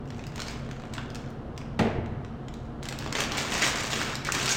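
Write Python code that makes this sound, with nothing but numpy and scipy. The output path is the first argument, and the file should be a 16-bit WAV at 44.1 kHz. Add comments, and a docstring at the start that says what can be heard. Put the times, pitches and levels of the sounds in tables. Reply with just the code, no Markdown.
"""Refrigeration hums in a hard-walled kitchen, from start to end. A hand grips a thin plastic piping bag
to fill it with caramel: the film buckles in a light rustle and single snaps, and the walls answer.
Near 1 s the film sticks and slips in a tiny squeak. At 1.8 s something heavy knocks shut across
the room and rebounds. From about 2.8 s the hand shifts its hold and crumples the bag
into a dense crinkle, with louder snaps and a few more squeaks."""
import sys
import numpy as np
from scipy import signal
from scipy.fft import rfft, irfft
from scipy.io import wavfile
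from scipy.ndimage import uniform_filter1d

SR = 44100
rng = np.random.default_rng(int(sys.argv[2]) if len(sys.argv) > 2 else 0)


def wav_record(signal):
    """Record a signal, one row per channel, as 16-bit PCM in the file named by sys.argv[1]."""
    frames = np.transpose(np.atleast_2d(signal))
    bounded = np.clip(frames, -1, 1)
    # unit amplitude maps onto the largest positive 16-bit level
    quanta = np.round(bounded * 32767).astype(np.int16)
    wavfile.write(sys.argv[1], SR, quanta)


N = 201438

# Compressor and fan tones. Each row: pitch in Hz, rms level in dB.
HUM_TONES = [(26.9, -50.5), (59.2, -51.5), (135.5, -45), (229.5, -47), (479.1, -60), (721.4, -59)]
# The colour of the moving air. Each row: frequency in Hz, relative level in dB.
AIR_SPECTRUM = [(12, -25), (20, -13), (130, -2.5), (182, -10), (234, -6.5), (347, -14), (399, -13),
                (718, -19), (897, -22.5), (1290, -24.5), (1530, -27.5), (2530, -41.5), (2750, -37),
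                (10200, -63.5), (16000, -73)]
# The hand's presses on the film, from light touch to firm squeeze.
# Each row: start in seconds, length in seconds, level in dB, tightness (higher is brighter).
HAND_GRIPS = [(0.05, 0.48, -59, -2.5), (0.349, 0.066, -46.5, -10), (0.452, 0.07, -46, -0.5),
              (0.607, 0.28, -59, -10), (0.923, 0.025, -47, -3), (0.964, 0.036, -53.5, -3),
              (1.142, 0.13, -62, -8), (1.55, 0.074, -64, -2), (2.53, 0.13, -72.5, 10),
              (2.82, 0.1, -47, -2.5), (2.989, 0.087, -46, -8.5), (3.14, 0.074, -32.5, -3),
              (3.301, 0.24, -38.5, -5.5), (3.365, 0.018, -33, 6.5), (3.506, 0.081, -31.5, 1),
              (3.608, 0.057, -26.5, 1), (3.748, 0.11, -35.5, 0.5), (3.894, 0.14, -34, -1),
              (4.053, 0.085, -40.5, -3.5), (4.244, 0.024, -35, -2.5), (4.323, 0.2, -32.5, 0),
              (4.45, 0.069, -34.5, 15.5)]
# The voice of the plastic film. 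Each row: frequency in Hz, relative level in dB.
FILM_SPECTRUM = [(20, -33), (100, -7), (250, 2.5), (450, 2), (900, -0.5), (1700, 2), (2800, 0),
                 (5000, -4.5), (7000, -7), (8800, -17), (10800, -32), (13000, -25.5), (16000, -29.5)]
# The kitchen's reverb. Each row: frequency in Hz, seconds to fall 60 dB.
KITCHEN_DECAY = [(100, 0.6), (300, 1), (800, 1), (2000, 1), (5000, 0.56), (9000, 0.35), (15000, 0.33)]
# Large creases snapping through.
# Each row: start in seconds, relative level in dB, added brightness in dB per octave.
CREASE_SNAPS = [(0.1044, -34, -1), (0.1933, -31.5, -4.5), (0.2396, -33.5, -2.5), (0.2678, -34, 4),
                (0.3592, -34.5, 7), (0.3797, -27.5, -3), (0.402, -24.5, 0.5), (0.4192, -24, 0),
                (0.4833, -27, -1), (0.7128, -31, 0), (0.9372, -30.5, 1.5), (0.9811, -26, -3.5),
                (1.1029, -36.5, 2), (1.1474, -33, 4), (1.156, -30, 0.5), (1.3032, -49, 8),
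                (1.5775, -30.5, 2), (1.6156, -33.5, -4.5), (2.0605, -38.5, -1), (2.248, -37, -2.5),
                (2.484, -34.5, -1), (2.54, -37.5, 2.5), (2.829, -31, 0.5), (2.8549, -29, 2),
                (2.8874, -23.5, 4.5), (2.9253, -26.5, 1.5), (2.9884, -27, 6.5), (3.1263, -20, 0),
                (3.1529, -17.5, -1.5), (3.2052, -16.5, 2.5), (3.2381, -22, 2.5), (3.32, -21.5, 1.5),
                (3.3817, -18.5, 0), (3.6328, -20, -4.5), (3.758, -25, 1.5), (3.932, -18, -1.5),
                (4.0157, -19, -0.5), (4.1545, -22, 3.5), (4.249, -25, 3), (4.3214, -15, 5.5),
                (4.3503, -18.5, 2.5)]
# Squeaks of the stretched film.
# Each row: start in seconds, level in dB, pitch in Hz, pitch wobble in Hz, length in seconds.
FILM_SQUEAKS = [(0.976, -36.5, 1258, 300, 0.015), (3.376, -33, 3750, 413, 0.022),
                (3.614, -25, 1905, 326, 0.031), (4.288, -18.5, 1280, 346, 0.0044),
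                (4.496, -29.5, 1579, 29.8, 0.029), (4.492, -26.5, 6320, 700, 0.053)]
# The hits within the knock. Each row: start in seconds, relative level in dB, contact time in seconds.
KNOCK_BLOWS = [(1.792, -9, 0.000024), (1.795, 0.5, 0.00023), (1.8, 3.5, 0.00062), (1.8131, 0.5, 0.00071),
               (1.984, 3, 0.0011)]
# The ring of the struck body. Each row: pitch in Hz, relative level in dB, seconds to fall 60 dB.
BODY_MODES = [(97.7, -4, 0.52), (127, -0.5, 0.11), (229.8, -2.5, 0.63), (330, -12, 0.043), (488, -2, 0.092),
              (474, -2, 0.23), (634, -13, 0.083), (700, -6.5, 0.24), (876, 0.5, 0.12), (1226, -18, 0.25),
              (1980, -7, 0.054), (2820, -19, 0.047)]
# The dull bang of its dense, quickly damped modes. Each row: frequency in Hz, relative level in dB.
BANG_SPECTRUM = [(12, -38), (45, -3), (115, 4), (200, 2.5), (300, 2.5), (450, 6), (900, 2.5), (1300, -2),
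                 (2000, 1), (3200, -4.5), (5000, -10.5), (8000, -13), (11000, -24), (16000, -22)]


def gain_of(db):
    """Decibels to amplitude."""
    return 10 ** (np.asarray(db) / 20)


def unit_rms(x):
    """Scales to rms 1."""
    return x / np.sqrt(np.mean(x ** 2) + 1e-20)


def curve_at(points, hz):
    """Reads a table on a log-frequency axis."""
    f, value = np.transpose(points)
    return np.interp(np.log(hz + 1), np.log(f + 1), value)


def add(mix, s, sound):
    """Lays a sound into the mix at s seconds."""
    part = mix[max(round(s * SR), 0):][:len(sound)]
    part += sound[:len(part)]


def drift(hz):
    """A random wobble of rms 1, moving at up to about hz."""
    f = np.fft.rfftfreq(N, 1 / SR)
    return unit_rms(irfft(rfft(rng.standard_normal(N)) * np.exp(-(f / hz) ** 2), N))


def impulse_of(db):
    """The tightest click that has this spectrum (minimum phase)."""
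    log_gain = np.log(gain_of(np.concatenate([db, db[-2:0:-1]])))
    return np.fft.ifft(np.exp(np.conj(signal.hilbert(log_gain)))).real


def refrigeration(waver_hz=3.34, air_db=-39):
    """The bed: wavering compressor and fan tones in a steady wash of air."""
    tones = np.zeros(N)
    for hz, db in HUM_TONES:
        level = gain_of(db) * np.sqrt(2) * (1 + 0.15 * drift(5))
        pitch = hz + waver_hz * drift(9.7)
        tones += level * np.sin(2 * np.pi * np.cumsum(pitch) / SR)
    colour = gain_of(curve_at(AIR_SPECTRUM, np.fft.rfftfreq(N, 1 / SR)))
    air = irfft(rfft(rng.standard_normal(N)) * colour, N)
    return tones + gain_of(air_db) * unit_rms(air)


def hand(press_s=0.01, relax_db_per_s=200):
    """Each grip presses, holds and relaxes; gives how hard the film is worked and how tight it is."""
    t = np.arange(N) / SR
    power, tight = np.full(N, 1e-14), np.zeros(N)
    for start, length, db, tightness in HAND_GRIPS:
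        attack = np.clip((t - start) / press_s, 0, 1)
        release_db = relax_db_per_s * np.clip(t - start - length, 0, 1)
        grip = (attack * gain_of(db - release_db)) ** 2
        power += grip
        tight += grip * tightness
    return np.sqrt(power), tight / power


def facet(ring_hz, tilt_db, ring_db, width_octaves, flutter_s, click, size=1024):
    """One patch of film buckles: a click and a flutter, coloured by the film and the patch's own ring."""
    hz, t = np.fft.rfftfreq(size, 1 / SR), np.arange(size) / SR
    octaves = np.log2((hz + 100) / ring_hz)
    resonance_db = ring_db * np.exp(-(octaves / width_octaves) ** 2)
    colour_db = curve_at(FILM_SPECTRUM, hz) + resonance_db + tilt_db * octaves
    burst = rng.standard_normal(size) * np.exp(-t / flutter_s) + click * (t == 0)
    sound = signal.fftconvolve(burst, impulse_of(colour_db))[:size]
    return sound / np.linalg.norm(sound)


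def crinkle(grains=64, light_db=-49.5, firm_db=-43):
    """Small facets buckle at random: a firm grip makes more, closer in size; a tight one is brighter."""
    work, tightness = hand()
    work_db = 20 * np.log10(work)
    clicks_per_s = np.interp(work_db, [light_db, firm_db], [510, 1100])
    spread_db = np.interp(work_db, [light_db, firm_db], [9, 1.5])
    sizes = gain_of(spread_db * np.minimum(rng.exponential(1, N), 4) + 2.2 * drift(45))
    clicks = sizes * (rng.random(N) < clicks_per_s / SR)
    # Even out the clicks over 25 ms, so the hand rides the level.
    clicks /= np.sqrt(abs(uniform_filter1d(clicks ** 2, size=1100)) + 1e-6)
    which_grain, out = rng.integers(0, grains, N), np.zeros(N)
    for k, hz in enumerate(np.geomspace(900, 9000, grains)):
        octaves = np.log2(hz / 3000)
        grain = facet(hz, 2.5 * octaves + 1.28, ring_db=4.5, width_octaves=0.47, flutter_s=0.0013, click=3)
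        for at in np.flatnonzero(clicks * (which_grain == k)):
            lift = gain_of(0.77 * octaves * tightness[at])
            add(out, at / SR, clicks[at] * work[at] * lift * grain)
    return out


def kitchen(x, early, size=256):
    """Dense reflections off the steel table and the walls, each band dying at its own speed."""
    taps = rng.choice([-1., 1.], SR) * (rng.random(SR) < .12)
    hz, frame_s, bands = signal.stft(taps, SR, nperseg=size)
    decay = gain_of(-60 * frame_s / curve_at(KITCHEN_DECAY, hz)[:, None])
    tail = signal.istft(bands * decay, SR, nperseg=size)[1][:SR]
    t = np.arange(SR) / SR
    tail *= (t > .001) * (1 + early * np.exp(-t / 0.0082))  # near surfaces answer first and loudest
    return signal.fftconvolve(x, tail / np.linalg.norm(tail))[:N]


def wall_scatter(x, directions=6):
    """Facets face all ways, so each reaches the walls by another set of paths."""
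    facing = rng.integers(0, directions, N)[np.arange(N) // 256]  # drawn afresh about every 6 ms
    sends = [uniform_filter1d(1. * (facing == k), size=64) for k in range(directions)]
    return sum(kitchen(x * send, early=1.0) for send in sends)


def snaps(ring_hz=3420, scatter_octaves=0.43):
    """Large creases snap through one by one, each with a ring of its own."""
    out = np.zeros(N)
    for start, db, tilt_db in CREASE_SNAPS:
        hz = ring_hz * 2 ** (scatter_octaves * rng.standard_normal())
        snap = facet(hz, tilt_db + 1.1, ring_db=3.5, width_octaves=0.35, flutter_s=0.0017, click=2.5)
        add(out, start, gain_of(db + 14.5) * snap)
    return out


def squeaks():
    """Stretched film sticks and slips: a brief, unsteady tone that swells and fades."""
    out = np.zeros(N)
    for start, db, hz, wobble_hz, length in FILM_SQUEAKS:
        n = int(length * SR)
        pitch = hz + wobble_hz * drift(650)[:n]
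        tone = np.sqrt(2) * np.sin(2 * np.pi * np.cumsum(pitch) / SR)
        add(out, start, gain_of(db) * np.hanning(n) * tone)
    return out


def knock(direct_db=-4.5, room_db=6):
    """Something heavy shuts: a hard contact, softer and heavier ones, a rebound; body and room ring."""
    t = np.arange(SR) / SR
    modes = sum(gain_of(db - 60 * t / t60) * np.sin(2 * np.pi * hz * t) for hz, db, t60 in BODY_MODES)
    bang = impulse_of(curve_at(BANG_SPECTRUM, np.fft.rfftfreq(4096, 1 / SR)))
    body = gain_of(-34.5) * modes
    add(body, 0, gain_of(14) * bang)
    out = np.zeros(N)
    for start, db, contact_s in KNOCK_BLOWS:
        push = t * np.exp(-t / contact_s)  # a longer contact gives a duller hit
        blow = np.zeros(N)
        add(blow, start, gain_of(db) * signal.fftconvolve(body, push / push.sum())[:SR])
        out += gain_of(direct_db) * blow + gain_of(room_db) * kitchen(blow, early=2.0)
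    return out


def scene(snap_send_db=-2.5, rustle_send_db=-2):
    """The mono mix: the bag up close with its reverb, the knock farther off, the hum underneath."""
    rustle = crinkle() + squeaks()
    creases = snaps()
    reverb = wall_scatter(gain_of(snap_send_db) * creases + gain_of(rustle_send_db) * rustle)
    return (creases + rustle + reverb + knock() + refrigeration())[None]


def record(dry, cutoff_hz=16100):
    """A steep low-pass trims the very top of the mix."""
    lowpass = signal.firwin(511, cutoff_hz, window=("kaiser", 9), fs=SR)
    return signal.oaconvolve(dry, lowpass[None], "same")


dry = scene()
out = record(dry)
wav_record(out)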